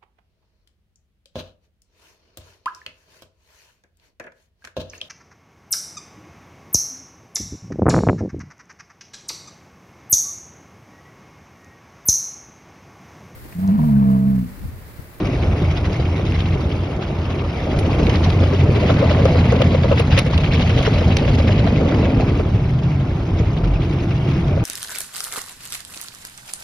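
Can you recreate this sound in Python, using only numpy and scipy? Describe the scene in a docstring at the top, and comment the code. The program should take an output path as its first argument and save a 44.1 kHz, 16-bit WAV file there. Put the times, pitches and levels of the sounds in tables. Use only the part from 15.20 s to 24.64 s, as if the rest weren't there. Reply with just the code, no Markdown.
"""Car wash from the front seat

Stereo microphone inside the closed car. A spinning cloth brush comes along the side and backs off.
Close by, its wet strips swish over the glass about eleven times a second, slap the door and thump the
body. Spray patters and foam smacks on the windows; outside, machinery rumbles and hums; the cabin booms."""
import sys
import numpy as np
from scipy import signal
from scipy.fft import rfft, irfft, next_fast_len
from scipy.io import wavfile
from scipy.ndimage import uniform_filter1d, minimum_filter1d, map_coordinates

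SR = 44100
rng = np.random.default_rng(int(sys.argv[2]) if len(sys.argv) > 2 else 0)


def inscribe(sig):
    """Save sig as 16-bit PCM at rate SR to the path in sys.argv[1].

    A 1-D sig is mono; a 2-D sig holds one channel per row.
    Samples are clipped to [-1, 1] before scaling.
    """
    pcm = np.round(np.clip(np.atleast_2d(sig).T, -1, 1) * 32767)
    wavfile.write(sys.argv[1], SR, pcm.astype(np.int16))


N = 416304
TIME = np.arange(N) / SR

# Levels are relative within a column; most sources add a trim of their own.
# The gantry, heard through the car: (time [s], rumble [dB], cabin boom [dB], roof drone [dB])
GANTRY_LEVELS = [(0, -30, -28, -23), (0.3, -22.5, -24, -23.5), (0.8, -31.5, -27, -25),
                 (1.05, -26.5, -25, -25), (1.35, -25, -27, -24.5), (1.7, -31, -27.5, -26.5),
                 (2.4, -29.5, -30, -27), (2.75, -21, -22, -21.5), (3.2, -28, -20, -21.5),
                 (3.7, -30, -25.5, -17.5), (3.95, -29, -23, -18.5), (4.3, -31, -20, -16.5),
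                 (4.6, -29, -23, -15), (5, -26, -22, -19), (5.4, -24.5, -26.5, -18), (5.8, -24.5, -19, -19),
                 (6.6, -26, -21, -18.5), (7.2, -24.5, -22, -23), (7.6, -28.5, -27, -16),
                 (7.97, -28, -24.5, -24), (8.2, -26.5, -22, -21.5), (8.45, -30, -26, -20.5),
                 (8.8, -30, -31, -20), (9.44, -24, -25, -19)]
# The brush motor, and a hollow whirr further down the line: (time [s], level [dB])
HUM_LEVELS = [(0, -35), (.55, -23), (.95, -24), (1.2, -18.5), (1.55, -33.5), (2.15, -23), (2.5, -35),
              (2.95, -21), (3.25, -17.5), (3.7, -23.5), (4.05, -19), (4.55, -18), (4.8, -27), (5.8, -25),
              (7.2, -37.5), (9.44, -36.5)]
WHIRR_LEVELS = [(0, -45), (2.6, -41.5), (7.6, -49), (8.55, -35), (9.2, -27.5), (9.44, -36)]
# The wash all over the car: (time [s], cloth drumming [dB], cloth rubbing [dB], spray [dB])
WASH_LEVELS = [(0, -20, -30.5, -38), (0.6, -28.5, -33, -39.5), (1.2, -25, -37, -39),
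               (1.75, -27.5, -34.5, -42), (2.3, -29.5, -30, -40), (2.85, -16.5, -25, -35.5),
               (3.35, -22.5, -28, -36.5), (3.8, -20, -22.5, -34), (4.35, -19.5, -24.5, -34),
               (4.85, -23.5, -28.5, -36.5), (5.3, -22, -29, -34), (5.8, -22.5, -27, -33),
               (6.2, -18.5, -29, -35), (6.8, -16, -26.5, -38), (7.05, -18, -28, -39),
               (7.5, -28.5, -41, -43), (8.4, -27.5, -35.5, -43.0), (9.05, -26, -40.5, -40.5),
               (9.44, -24.5, -31.5, -43)]
# Where the wash lands: (time [s], share on the side of the car [0-1])
SIDE_SHARE = [(0, 0.04), (2.3, 0.46), (2.9, 0.26), (4, 0.91), (6.9, 0.83), (7.4, 0.36), (8.3, 0.22),
              (9.44, 0.16)]

# Foam bursting on the glass: (time [s], level [dB], pitch [Hz])
FOAM_BURSTS = [(.231, -32.5, 2480), (.552, -37, 2400), (1.009, -38, 2270), (1.258, -35, 2690),
               (2.193, -37, 2400), (2.867, -26.5, 2530), (2.897, -27, 2330), (2.93, -34, 2200),
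               (2.939, -34, 3100), (2.954, -31, 3660), (3.039, -31, 3510), (3.045, -30, 3340),
               (3.124, -35.5, 3000), (3.782, -29, 1470), (3.947, -28.5, 1400), (4.145, -30.5, 1980),
               (4.776, -24, 2140), (5.235, -29, 2000), (5.322, -29, 3030), (5.393, -28, 2840),
               (5.475, -32.5, 2870), (5.649, -26.5, 2090), (5.809, -31, 1510), (5.985, -28.5, 3280),
               (6.077, -28.5, 2300), (6.274, -31.5, 2190), (6.466, -33, 1620), (6.56, -32.5, 2200),
               (6.72, -27.5, 1250), (8.253, -41, 1970), (8.533, -44, 2780), (8.796, -40, 2320),
               (8.907, -41.5, 2830), (8.95, -45, 2340), (9.198, -42, 2400), (9.275, -42, 2300)]
# Strip tips whipping the near window: (time [s], level [dB], fall time [s], brightest frequency [Hz])
TIP_SNAPS = [(0.425, -38, 0.0022, 6300), (.653, -31, 0.0024, 2580), (.664, -35.5, 0.0022, 4500),
             (0.732, -36.5, .002, 6050), (.972, -34, .002, 3600), (1.054, -36.5, 0.0017, 5500),
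             (1.123, -30, 0.0016, 2500), (1.193, -34, 0.0018, 2500), (1.206, -26, .002, 3600),
             (1.415, -31, .002, 2300), (2.589, -28.5, 0.0082, 10100), (2.895, -29, 0.0055, 5900),
             (3.04, -31, 0.007, 5000), (3.102, -27, .003, 4000), (3.68, -28, 0.0027, 3620),
             (3.742, -31, 0.0027, 3800), (4.055, -23.5, 0.0025, 6100), (4.323, -25.5, 0.0013, 6230),
             (4.42, -17.5, 0.0031, 3230), (4.718, -24.5, 0.003, 2600), (4.796, -23.5, 0.0046, 10150),
             (4.8, -24.5, .003, 2820), (4.978, -13.5, 0.0052, 3100), (4.99, -13.5, 0.0034, 10250),
             (5.066, -35.5, .002, 9500), (5.179, -17.5, 0.0023, 3600), (5.495, -33, 0.0015, 5500),
             (5.628, -27.5, 0.0021, 4970), (5.969, -16, 0.0029, 5840), (6.467, -31, 0.0017, 4000),
             (6.692, -41, .002, 3520)]
# Heavy blows on the body: (time [s], level [dB])
BODY_THUMPS = [(0.42, -15), (0.8, -11), (3.317, -11), (3.436, -5.5), (3.501, -2), (4.046, -6), (4.114, -10),
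               (4.933, -4.5), (6.982, -9.5), (7.35, -8.5), (8.206, -6.5)]
# Rows of strips wiping a load of water over the glass: (time [s], level [dB], rise and fall time [s])
HEAVY_WIPES = [(.136, -36.5, 0.017), (.225, -34, 0.0095), (.376, -35.5, 0.018), (.439, -37, 0.009),
               (.515, -32, 0.0089), (.575, -29.5, 0.011), (.657, -27, 0.0088), (.739, -30, 0.011),
               (.812, -33, 0.015), (.967, -31.5, 0.0065), (1.012, -38, 0.0038), (1.077, -34.5, 0.017),
               (1.155, -30.5, 0.015), (1.199, -32, 0.011), (1.262, -35, 0.011), (1.33, -33, 0.0099),
               (1.416, -34.5, 0.0084), (1.519, -28.5, 0.0066), (1.829, -29.5, 0.01), (2.052, -40, 0.01),
               (2.11, -32, .009), (2.194, -36, 0.0062), (2.29, -39, 0.01), (2.364, -35, 0.0085),
               (2.436, -36, 0.013), (2.52, -32, 0.016), (2.655, -30, 0.0068), (2.734, -30, 0.012),
               (2.801, -28, 0.0091), (2.898, -32, 0.0072), (2.957, -27, 0.011), (3.044, -30, 0.016),
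               (3.103, -32, 0.012), (3.236, -28, 0.012), (3.338, -30.5, 0.018), (3.405, -26.5, 0.011),
               (3.559, -28.5, 0.01), (3.702, -24.5, 0.014), (3.809, -31.5, 0.019), (3.91, -24.5, 0.014),
               (4.201, -28, 0.013), (4.303, -28, 0.014), (4.363, -30, 0.0058), (4.421, -21.5, 0.0053),
               (4.549, -26.5, 0.0067), (4.637, -29, 0.0062), (4.79, -24.5, 0.016), (4.93, -21.5, 0.014),
               (4.985, -20, 0.013), (5.067, -30, 0.0063), (5.138, -25.5, 0.0091), (5.247, -23, 0.004),
               (5.342, -23, 0.014), (5.417, -23, 0.012), (5.502, -23.5, 0.0075), (5.589, -22, 0.01),
               (5.663, -21, 0.011), (5.74, -27.5, .009), (5.787, -25.5, 0.008), (5.925, -26, 0.0073),
               (6.094, -27.5, 0.01), (6.191, -24.5, 0.0067), (6.284, -27, 0.011), (6.391, -26.5, 0.01),
               (6.475, -26, 0.01), (6.569, -29.5, 0.01), (6.695, -29.5, 0.014), (6.748, -28, 0.0052),
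               (6.791, -30, 0.009), (6.847, -28.5, 0.016), (7.005, -27.5, 0.0096), (7.092, -33, 0.017),
               (7.256, -37, .01), (8.197, -34.5, 0.021), (8.378, -36, 0.011), (8.448, -33.5, 0.009),
               (8.547, -33.5, 0.011), (8.629, -34, 0.021), (8.726, -35, 0.012), (8.803, -35, 0.017),
               (8.912, -34, 0.017), (8.966, -35, 0.011), (9.08, -37, 0.024), (9.15, -36, 0.031),
               (9.279, -36, 0.012)]
# Heavy strips landing on the door: (time [s], level [dB], panel pitch [Hz], fall time [s])
HEAVY_SLAPS = [(.042, -32, 517, 0.0055), (.241, -23.5, 506, 0.0064), (.997, -22.5, 420, 0.0085),
               (1.358, -22.5, 410, 0.0076), (1.79, -23, 440, 0.0058), (2.547, -19.5, 584, .007),
               (2.801, -15.5, 477, .007), (2.887, -16, 474, 0.005), (2.959, -26, 515, .007),
               (3.236, -24, 500, 0.0083), (3.337, -15.5, 396, 0.01), (3.565, -16, 408, 0.012),
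               (3.629, -19.5, 500, .007), (3.703, -10, 573, 0.0073), (3.829, -12.5, 545, 0.0064),
               (3.845, -15, 630, 0.0064), (3.913, -15.5, 610, .008), (3.997, -14.5, 560, 0.0068),
               (4.058, -6.5, 535, .004), (4.157, -14, 498, .007), (4.328, -10, 477, 0.0055),
               (4.352, -17, 490, .006), (4.408, -6.5, 563, 0.0029), (4.421, -9.5, 500, .004),
               (4.529, -18, 544, 0.0033), (4.55, -9.5, 547, .004), (4.645, -10, 537, 0.0027),
               (4.657, -13.5, 514, 0.0043), (4.715, -6, 550, 0.0027), (4.726, -7, 500, .004),
               (4.742, -17, 520, 0.0037), (4.802, -12.5, 473, 0.0066), (4.982, -13, 545, 0.0062),
               (5.066, -19.5, 498, .007), (5.5, -21, 533, 0.0051), (5.587, -18.5, 450, 0.01),
               (5.679, -11.5, 423, 0.0059), (5.818, -18, 490, 0.0065), (6.025, -18.5, 564, 0.0063),
               (6.081, -16, 556, .004), (6.202, -17.5, 550, .005), (6.25, -21, 433, .005),
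               (6.302, -21.5, 615, 0.011), (6.4, -22.5, 580, 0.0096), (6.474, -19, 674, .008),
               (6.613, -17.5, 517, .005), (6.665, -15.5, 538, .005), (6.703, -23.5, 508, 0.0073),
               (6.747, -18.5, 382, 0.0066), (6.972, -19, 470, .004), (7.119, -20, 410, 0.0048),
               (7.2, -16, 434, 0.0068), (9.33, -26.5, 600, 0.013), (9.378, -17.5, 570, 0.0037)]

# Tone of the machinery and of cloth on the bodywork: (frequency [Hz], spectral level [dB])
RUMBLE_SPECTRUM = [(15, -30.5), (28, -6.5), (43, 0.5), (62, 4.5), (80, -4.5), (130, -21.5), (300, -72),
                   (3000, -115)]
ROOF_SPECTRUM = [(70, -30), (108, 2), (143, 3.5), (175, -3), (220, -11.5), (500, -62), (4000, -110)]
PUMP_SPECTRUM = [(150, -24.5), (230, -8), (335, -3.5), (390, -6), (460, -13.5), (620, -9.5), (850, -13),
                 (1150, -18), (1600, -23), (4000, -59), (9000, -100)]
BONNET_SPECTRUM = [(120, -16.5), (185, 0), (230, -7.5), (290, 0), (340, -2.5), (400, -6.5), (480, -14),
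                   (700, -24.5), (2000, -46.5), (6000, -100)]
SIDE_PANEL_SPECTRUM = [(120, -17), (185, -5.5), (225, 1.5), (275, -1), (350, -12), (450, -9), (700, -20.5),
                       (2000, -64.5), (6000, -100)]
RUB_SPECTRUM = [(250, -17), (400, 3), (620, 2.5), (850, -5.5), (1200, -7.5), (1600, -16.5), (2500, -16.5),
                (6000, -77), (10000, -82)]
BODY_SPECTRUM = [(30, -34.5), (60, -16), (88, 0.5), (140, -4.5), (220, -19), (500, -24.5), (1500, -76.5),
                 (6000, -110)]
DOOR_SPECTRUM = [(150, -17), (330, -4), (480, 0.5), (640, 6), (800, -8), (1150, -4), (1800, -15.5),
                 (5000, -39.5), (10000, -79)]
# Tone of spray, snaps and wipes on the glass: (frequency [Hz], spectral level [dB])
# The treble dip near 7.5 kHz belongs to the microphone's sound, not the glass.
FRONT_SPRAY_TONE = [(600, -21.5), (1100, 0.5), (1600, -7.5), (2250, 0.5), (2700, -3), (3600, -7),
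                    (4400, -12), (5300, -10), (6500, -20), (7400, -58.5), (9300, -25.5), (11200, -30.5),
                    (12500, -39), (14000, -60.5)]
SIDE_SPRAY_TONE = [(600, -19), (1200, 0), (1750, -1.5), (2030, 4.5), (2450, 1.5), (3300, -2), (4400, -4.5),
                   (5200, -6.5), (6500, -19), (7400, -56), (9300, -25), (11200, -32.5), (12500, -36),
                   (14000, -57.5)]
SNAP_TONE = [(500, 4.5), (1600, 3.5), (2600, 9), (4000, 1.5), (5800, -3.5), (6800, -19), (7700, -35.5),
             (9200, -14), (10400, -15.5), (12500, -32.5), (14000, -33), (15800, -48.5)]
WIPE_TONE = [(300, -10), (700, 9), (1200, 5), (1700, 3), (2050, 6.5), (3400, 2), (4400, -3), (5200, -3.5),
             (6500, -16.5), (7400, -55.5), (9300, -26.5), (11200, -33), (12500, -38.5), (14000, -63)]
# Stereo width at the microphone: (frequency [Hz], gain of the side signal [dB])
STEREO_WIDTH = [(45, -42.5), (100, -47.5), (160, -28.5), (270, -18.5), (450, -11.5), (750, -7.5),
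                (1250, -6.5), (2100, -4.5), (3000, 2), (4500, -4), (5300, -15.5), (6400, 9), (7450, 8.5),
                (8500, 1.5), (9600, 2), (12000, 2.5)]

OPPOSED = np.array([[1], [-1]])  # plus on the left channel, minus on the right


def amp(db):
    """Decibels to gain."""
    return 10 ** (np.asarray(db) / 20)


def unit(x):
    """Scale to rms 1."""
    return x / np.sqrt(np.mean(x ** 2) + 1e-20)


def gain_at(spectrum, hz):
    """Gain of a spectrum table, interpolated on a log frequency axis."""
    knots_hz, db = np.transpose(spectrum)
    return amp(np.interp(np.log(hz + 1), np.log(knots_hz + 1), db))


def curves(rows):
    """One value per sample for each column after the time."""
    times, *columns = np.transpose(rows)
    return [np.interp(TIME, times, column) for column in columns]


def wobble(rate):
    """A smooth random curve, rate knots a second."""
    return map_coordinates(rng.standard_normal(N // 200), [TIME * rate], mode="wrap")


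def even(x, span_s):
    """Steady the strength of a texture over span_s."""
    power = np.mean(x ** 2, axis=0)
    for _ in range(2):
        power = uniform_filter1d(power, max(int(span_s * SR), 2))
    return x / np.sqrt(np.abs(power) + 1e-4)


def filtered(x, response):
    """Filter x by a function of frequency."""
    size = next_fast_len(N + SR // 2)
    return irfft(rfft(x, size) * response(np.fft.rfftfreq(size, 1 / SR)), size)[..., :N]


def ringing(x, spectrum, size=16384):
    """Give x this tone with a minimum-phase filter, so that it rings only after each impact."""
    cepstrum = irfft(np.log(gain_at(spectrum, np.fft.rfftfreq(size, 1 / SR))))
    cepstrum[1:size // 2] *= 2
    cepstrum[size // 2 + 1:] = 0
    ring = irfft(np.exp(rfft(cepstrum)))
    return signal.fftconvolve(x, ring[None], axes=1)[:, :N]


def cabin(pair, diffuse=0.48, crossover_hz=1500, echo=0.3, t60_s=0.09):
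    """At the microphone, bass fills the cabin evenly and treble bounces briefly between the windows."""
    t = np.arange(SR // 12) / SR
    tails = rng.standard_normal((2, len(t))) * amp(-60 * t / t60_s)
    tails /= np.linalg.norm(tails, axis=1, keepdims=True)
    tails[0] = signal.sosfilt(signal.butter(2, crossover_hz, "high", fs=SR, output="sos"), tails[0])
    front, across = signal.oaconvolve(pair[:1], tails, axes=1)[:, :N]
    mid = pair[0] + echo * front
    side = (across + diffuse * pair[1]) / np.hypot(1, diffuse)
    side = filtered(side, lambda hz: gain_at(STEREO_WIDTH, hz))
    return (mid + OPPOSED * side) / np.sqrt(np.mean(mid ** 2))


def patter(rate, spread_db, rush):
    """Two streams of tiny impacts of uneven size, rate a second, on a smooth rush."""
    hits = (rng.random((2, N)) < rate / SR) * rng.choice([-1, 1], (2, N))
    sizes = amp(spread_db * rng.standard_normal((2, N)).clip(-2, 2))
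    return unit(hits * sizes) + rush * rng.standard_normal((2, N))


def droplets(rate, spread_db):
    """Single drops tick on the glass, rate a second; the second stream is softer."""
    return patter(rate, spread_db, rush=0) * amp([[0], [-6]])


def splats(rate, pitch_hz, scatter, cycles=5.3, spread_db=1.5):
    """Two streams of wet impacts, each a very short damped ring at a pitch of its own."""
    count = int(rate * N / SR)
    detune, size, polarity = np.hsplit(rng.standard_normal((count, 3)).clip(-2.2, 2.2), 3)
    start = rng.integers(0, N, count)
    age = np.arange(int(4 * cycles * SR / pitch_hz))
    turns = pitch_hz * np.exp(scatter * detune) * age / SR
    rings = np.sin(2 * np.pi * turns) * np.exp(-turns / cycles) * (1 - age / len(age))
    rings *= np.sign(polarity) * amp(spread_db * size)
    at = (start + np.arange(count) % 2 * N)[:, None] + age  # impacts alternate between the streams
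    return unit(np.bincount(at.ravel(), rings.ravel(), 2 * N)[:2 * N].reshape(2, N))


def mottled(x, depth_db, across_hz, lasts_s):
    """Water strikes ever new spots of a pane; each briefly favours its own pitches."""
    hz, t, spectra = signal.stft(x, SR, nperseg=384)
    spots = np.meshgrid(hz / across_hz, t / lasts_s, indexing="ij")
    field = map_coordinates(rng.standard_normal((128, 1024)).clip(-2, 2), spots, order=1, mode="wrap")
    colour = amp(depth_db * unit(field))
    return signal.istft(spectra * unit(colour), nperseg=384)[1][:, :N]


def contact(peak_s, rise_s, fall_s):
    """A strip lands, presses and slides off: returns its samples and the pressure on them."""
    at = np.arange(max(int((peak_s - 4 * rise_s) * SR), 0), min(int((peak_s + 6 * fall_s) * SR), N))
    t = at / SR - peak_s
    return at, np.exp(-np.where(t < 0, (t / rise_s) ** 2, np.abs(t / fall_s) ** 1.5) / 2)


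def gantry(boom_hz=87, width_hz=17, shudder_db=1.0):
    """The gantry shakes the car; the cabin air booms at its lowest resonance and the roof drones."""
    rumble_db, boom_db, roof_db = [db + shudder_db * wobble(rate=9) for db in curves(GANTRY_LEVELS)]
    noise = lambda: rng.standard_normal((2, N))
    air = lambda hz: (2j * hz * width_hz / (boom_hz ** 2 - hz ** 2 + 2j * hz * width_hz)) ** 2
    rumble = amp(rumble_db + 1) * even(cabin(ringing(noise(), RUMBLE_SPECTRUM)), span_s=0.23)
    boom = amp(boom_db + 1.5) * even(cabin(filtered(noise(), air)), span_s=0.12)
    roof = amp(roof_db - 0.5) * even(cabin(ringing(noise(), ROOF_SPECTRUM)), span_s=0.1)
    return rumble + boom + roof


def motors(hum_hz=86.15, wander_hz=2.58, sway_db=2.1, whirr_hz=328, width_hz=30):
    """The brush motor hums, wavering with its load; further off, a hollow whirr grows near the end."""
    phase = 2 * np.pi * np.cumsum(hum_hz + wander_hz * wobble(rate=9)) / SR
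    hum = np.sqrt(2) * amp(curves(HUM_LEVELS)[0] + sway_db * wobble(rate=10)) * np.sin(phase)
    band = lambda hz: np.exp(-((hz - whirr_hz) / width_hz) ** 2 / 2)
    whirr = unit(filtered(rng.standard_normal(N), band))
    return hum + amp(curves(WHIRR_LEVELS)[0]) * whirr


def lurch(peak_s=8.5, swell_s=0.08, pitch_hz=44.8, level_db=-17.5):
    """The car shudders once on its springs, very low, swelling and dying away."""
    swell = np.exp(-((TIME - peak_s) / swell_s) ** 2 / 2)
    phase = 2 * np.pi * pitch_hz * TIME + 0.6 * wobble(rate=15)
    return np.sqrt(2) * amp(level_db) * swell * np.sin(phase)


def pumps():
    """The water pumps roar steadily through the windscreen."""
    return amp(-33.5) * cabin(ringing(rng.standard_normal((2, N)), PUMP_SPECTRUM))


def alongside(front, side):
    """As the brush comes alongside, door and side glass take over from bonnet and windscreen."""
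    share = curves(SIDE_SHARE)[0]
    return np.sqrt(1 - share) * front + np.sqrt(share) * side


def cloth_drumming(db, sway_db=1.62):
    """Countless light blows drum on the panels, swaying with the uneven weight of the cloth."""
    gain = amp(db - 2.5 + sway_db * wobble(rate=14))
    blows = lambda panel: cabin(ringing(patter(rate=200, spread_db=3.5, rush=0.19), panel))
    return gain * even(alongside(blows(BONNET_SPECTRUM), blows(SIDE_PANEL_SPECTRUM)), span_s=0.092)


def cloth_rubbing(db):
    """Wet cloth rubs over the car: a grainy rush with faint plops."""
    plops = amp(-12.5) * splats(rate=300, pitch_hz=844, scatter=0.393)
    friction = patter(rate=400, spread_db=3, rush=0.56)
    rub = amp(db - 2) * cabin(ringing(friction + plops, RUB_SPECTRUM))
    return mottled(rub, depth_db=2.5, across_hz=130.5, lasts_s=0.035)


def spray(db, clump_db=1.27):
    """Spray arrives in clumps and crackles on the windscreen and side glass."""
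    gain = amp(db - 0.77 + clump_db * wobble(rate=77))
    panes = []
    for tone in (FRONT_SPRAY_TONE, SIDE_SPRAY_TONE):
        water = patter(rate=1000, spread_db=1, rush=0.78) + amp(-2) * droplets(rate=150, spread_db=3)
        water += amp(-6) * splats(rate=520, pitch_hz=3080, scatter=0.498)
        panes.append(cabin(ringing(water, tone)))
    return mottled(gain * alongside(*panes), depth_db=2.2, across_hz=360, lasts_s=0.009)


def foam(spread_s=0.009, scatter=0.25, ring_s=0.0013, count=18):
    """Each blob bursts on the glass in a tight cluster of tiny wet rings around one pitch."""
    t = np.arange(SR // 25) / SR
    out = np.zeros((2, N + len(t)))
    for time_s, db, hz in FOAM_BURSTS:
        delays = spread_s * np.sort(rng.random((count, 1)), axis=0) ** 2
        age = np.maximum(t - delays, 0)
        pitch = hz * np.exp(scatter * rng.standard_normal((count, 1)).clip(-2, 2))
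        rings = np.sin(2 * np.pi * pitch * age) * np.exp(-age / ring_s) * (1 - np.exp(-age * pitch))
        burst = (1 + OPPOSED * rng.normal(0, 0.81, count)) @ rings  # each ring has its own pan
        strength = np.sqrt(np.sum(burst ** 2) / (2 * spread_s * SR))
        start = int(time_s * SR)
        out[:, start:start + len(t)] += amp(db) * burst / strength
    return out[:, :N]


def tip_snaps(rise_s=0.0011, bright_db=7):
    """Strip tips crack on the near window in short spatters, each with its own brightness."""
    spatter = cabin(ringing(patter(rate=1400, spread_db=8, rush=0.17), SNAP_TONE))
    out = np.zeros((2, N))
    for time_s, db, fall_s, hz in TIP_SNAPS:
        at, pressure = contact(time_s, rise_s, fall_s)
        bright = signal.lfilter(*signal.iirpeak(hz, Q=2.5, fs=SR), spatter[:, at])
        crack = spatter[:, at] + amp(bright_db) * bright
        out[:, at] += amp(db) * pressure * even(unit(crack), span_s=0.0074)
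    return out


def body_thumps(edge_s=0.009):
    """The heaviest strips thump the body."""
    body = even(cabin(ringing(patter(rate=280, spread_db=3, rush=0.37), BODY_SPECTRUM)), span_s=0.034)
    out = np.zeros((2, N))
    for time_s, db in BODY_THUMPS:
        at, pressure = contact(time_s, edge_s, edge_s)
        out[:, at] += amp(db - 3) * pressure * body[:, at]
    return out


def light_row_times(heavy, rows_per_s=11, stray_s=0.0088):
    """The spinning brush sweeps light rows of strips over the car between the heavy ones."""
    times = np.arange(0, N / SR, 1 / rows_per_s)
    times = np.abs(times + stray_s * rng.standard_normal(len(times)))
    gap_s = np.abs(times[:, None] - np.array(heavy)[:, 0]).min(axis=1)
    return times[gap_s > 0.7 / rows_per_s]


def light_wipes(spray_db, scatter_db=1.5, edge_s=0.016):
    """The wetter the glass, the louder a light row wipes it; columns as in HEAVY_WIPES."""
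    times = light_row_times(HEAVY_WIPES)
    levels = np.interp(times, TIME, spray_db) + 2 + scatter_db * rng.standard_normal(len(times))
    return [(time_s, db, edge_s) for time_s, db in zip(times, levels)]


def glass_wipes(rows):
    """Each row of strips flings a burst of drops on the glass, every burst with its own colour."""
    drops = splats(rate=900, pitch_hz=3010, scatter=0.5, cycles=3.5, spread_db=2)
    water = patter(rate=450, spread_db=3.5, rush=0.2) + amp(-2.5) * droplets(rate=300, spread_db=2)
    swish = cabin(ringing(water + amp(-5) * drops, WIPE_TONE))
    swish = even(mottled(swish, depth_db=3.5, across_hz=420, lasts_s=0.009), span_s=0.05)
    out = np.zeros((2, N))
    for time_s, db, edge_s in rows:
        at, pressure = contact(time_s, edge_s, edge_s)
        out[:, at] += amp(db - 2) * pressure * unit(swish[:, at])
    return out


def light_slaps(rub_db, share=0.4, scatter_db=0.5, pitch_hz=513, pitch_scatter=0.12, fall_s=0.007):
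    """Some light rows flap on the door, harder as the cloth presses; columns as in HEAVY_SLAPS."""
    times = light_row_times(HEAVY_SLAPS)
    size, place = rng.standard_normal((len(times), 2)).clip(-2, 2).T
    levels = np.interp(times, TIME, rub_db) + 2 + scatter_db * size
    pitches = pitch_hz * np.exp(pitch_scatter * place)
    rows = np.column_stack([times, levels, pitches, np.full(len(times), fall_s)])
    return list(rows[rng.random(len(times)) < share])


def door_slaps(rows, rise_share=0.69, waver_rad=0.45, cloth_db=-6, width_rad=0.41):
    """Strips flap on the door, close and a little left: a hollow plop, pitched by where they land."""
    cloth = even(cabin(ringing(patter(rate=990, spread_db=4.5, rush=0.5), DOOR_SPECTRUM)), span_s=0.033)
    drift = waver_rad * wobble(rate=200)  # the dragging cloth unsettles the ring
    out = np.zeros((2, N))
    for (time_s, db, hz, fall_s), turn in zip(rows, rng.random(len(rows))):
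        at, pressure = contact(time_s, rise_share * fall_s, fall_s)
        phase = 2 * np.pi * (hz * (TIME[at] - time_s) + turn) + drift[at]
        knock = np.sqrt(2) * np.sin(phase + width_rad * OPPOSED)
        out[:, at] += amp(db - 3.5) * pressure * (knock + amp(cloth_db) * cloth[:, at])
    return out * amp(1.5 * OPPOSED)


def scene():
    """From the front seat: machinery outside, the wash all around, the strips close by."""
    drum_db, rub_db, spray_db = curves(WASH_LEVELS)
    machinery = gantry() + motors() + lurch() + pumps()
    wash = cloth_drumming(drum_db) + cloth_rubbing(rub_db) + spray(spray_db) + foam()
    wipes = glass_wipes(list(HEAVY_WIPES) + light_wipes(spray_db))
    slaps = door_slaps(list(HEAVY_SLAPS) + light_slaps(rub_db))
    return machinery + wash + tip_snaps() + body_thumps() + wipes + slaps


def record(dry, left_lead_s=2.4e-5, right_over_left_db=0.15, ceiling=0.86, top_hz=15800):
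    """Two microphone ports slightly apart; a limiter eases the peaks and the top treble is cut."""
    ports = filtered(dry, lambda hz: np.exp(1j * np.pi * hz * left_lead_s * OPPOSED))
    ports *= amp(-right_over_left_db / 2 * OPPOSED)
    needed = np.minimum(1, ceiling / (np.abs(ports).max(axis=0) + 1e-9))
    gain = uniform_filter1d(minimum_filter1d(needed, size=441), size=441)  # 10 ms hold and smoothing
    return filtered(ports * gain, lambda hz: hz < top_hz)


dry = scene()
out = record(dry)
inscribe(out)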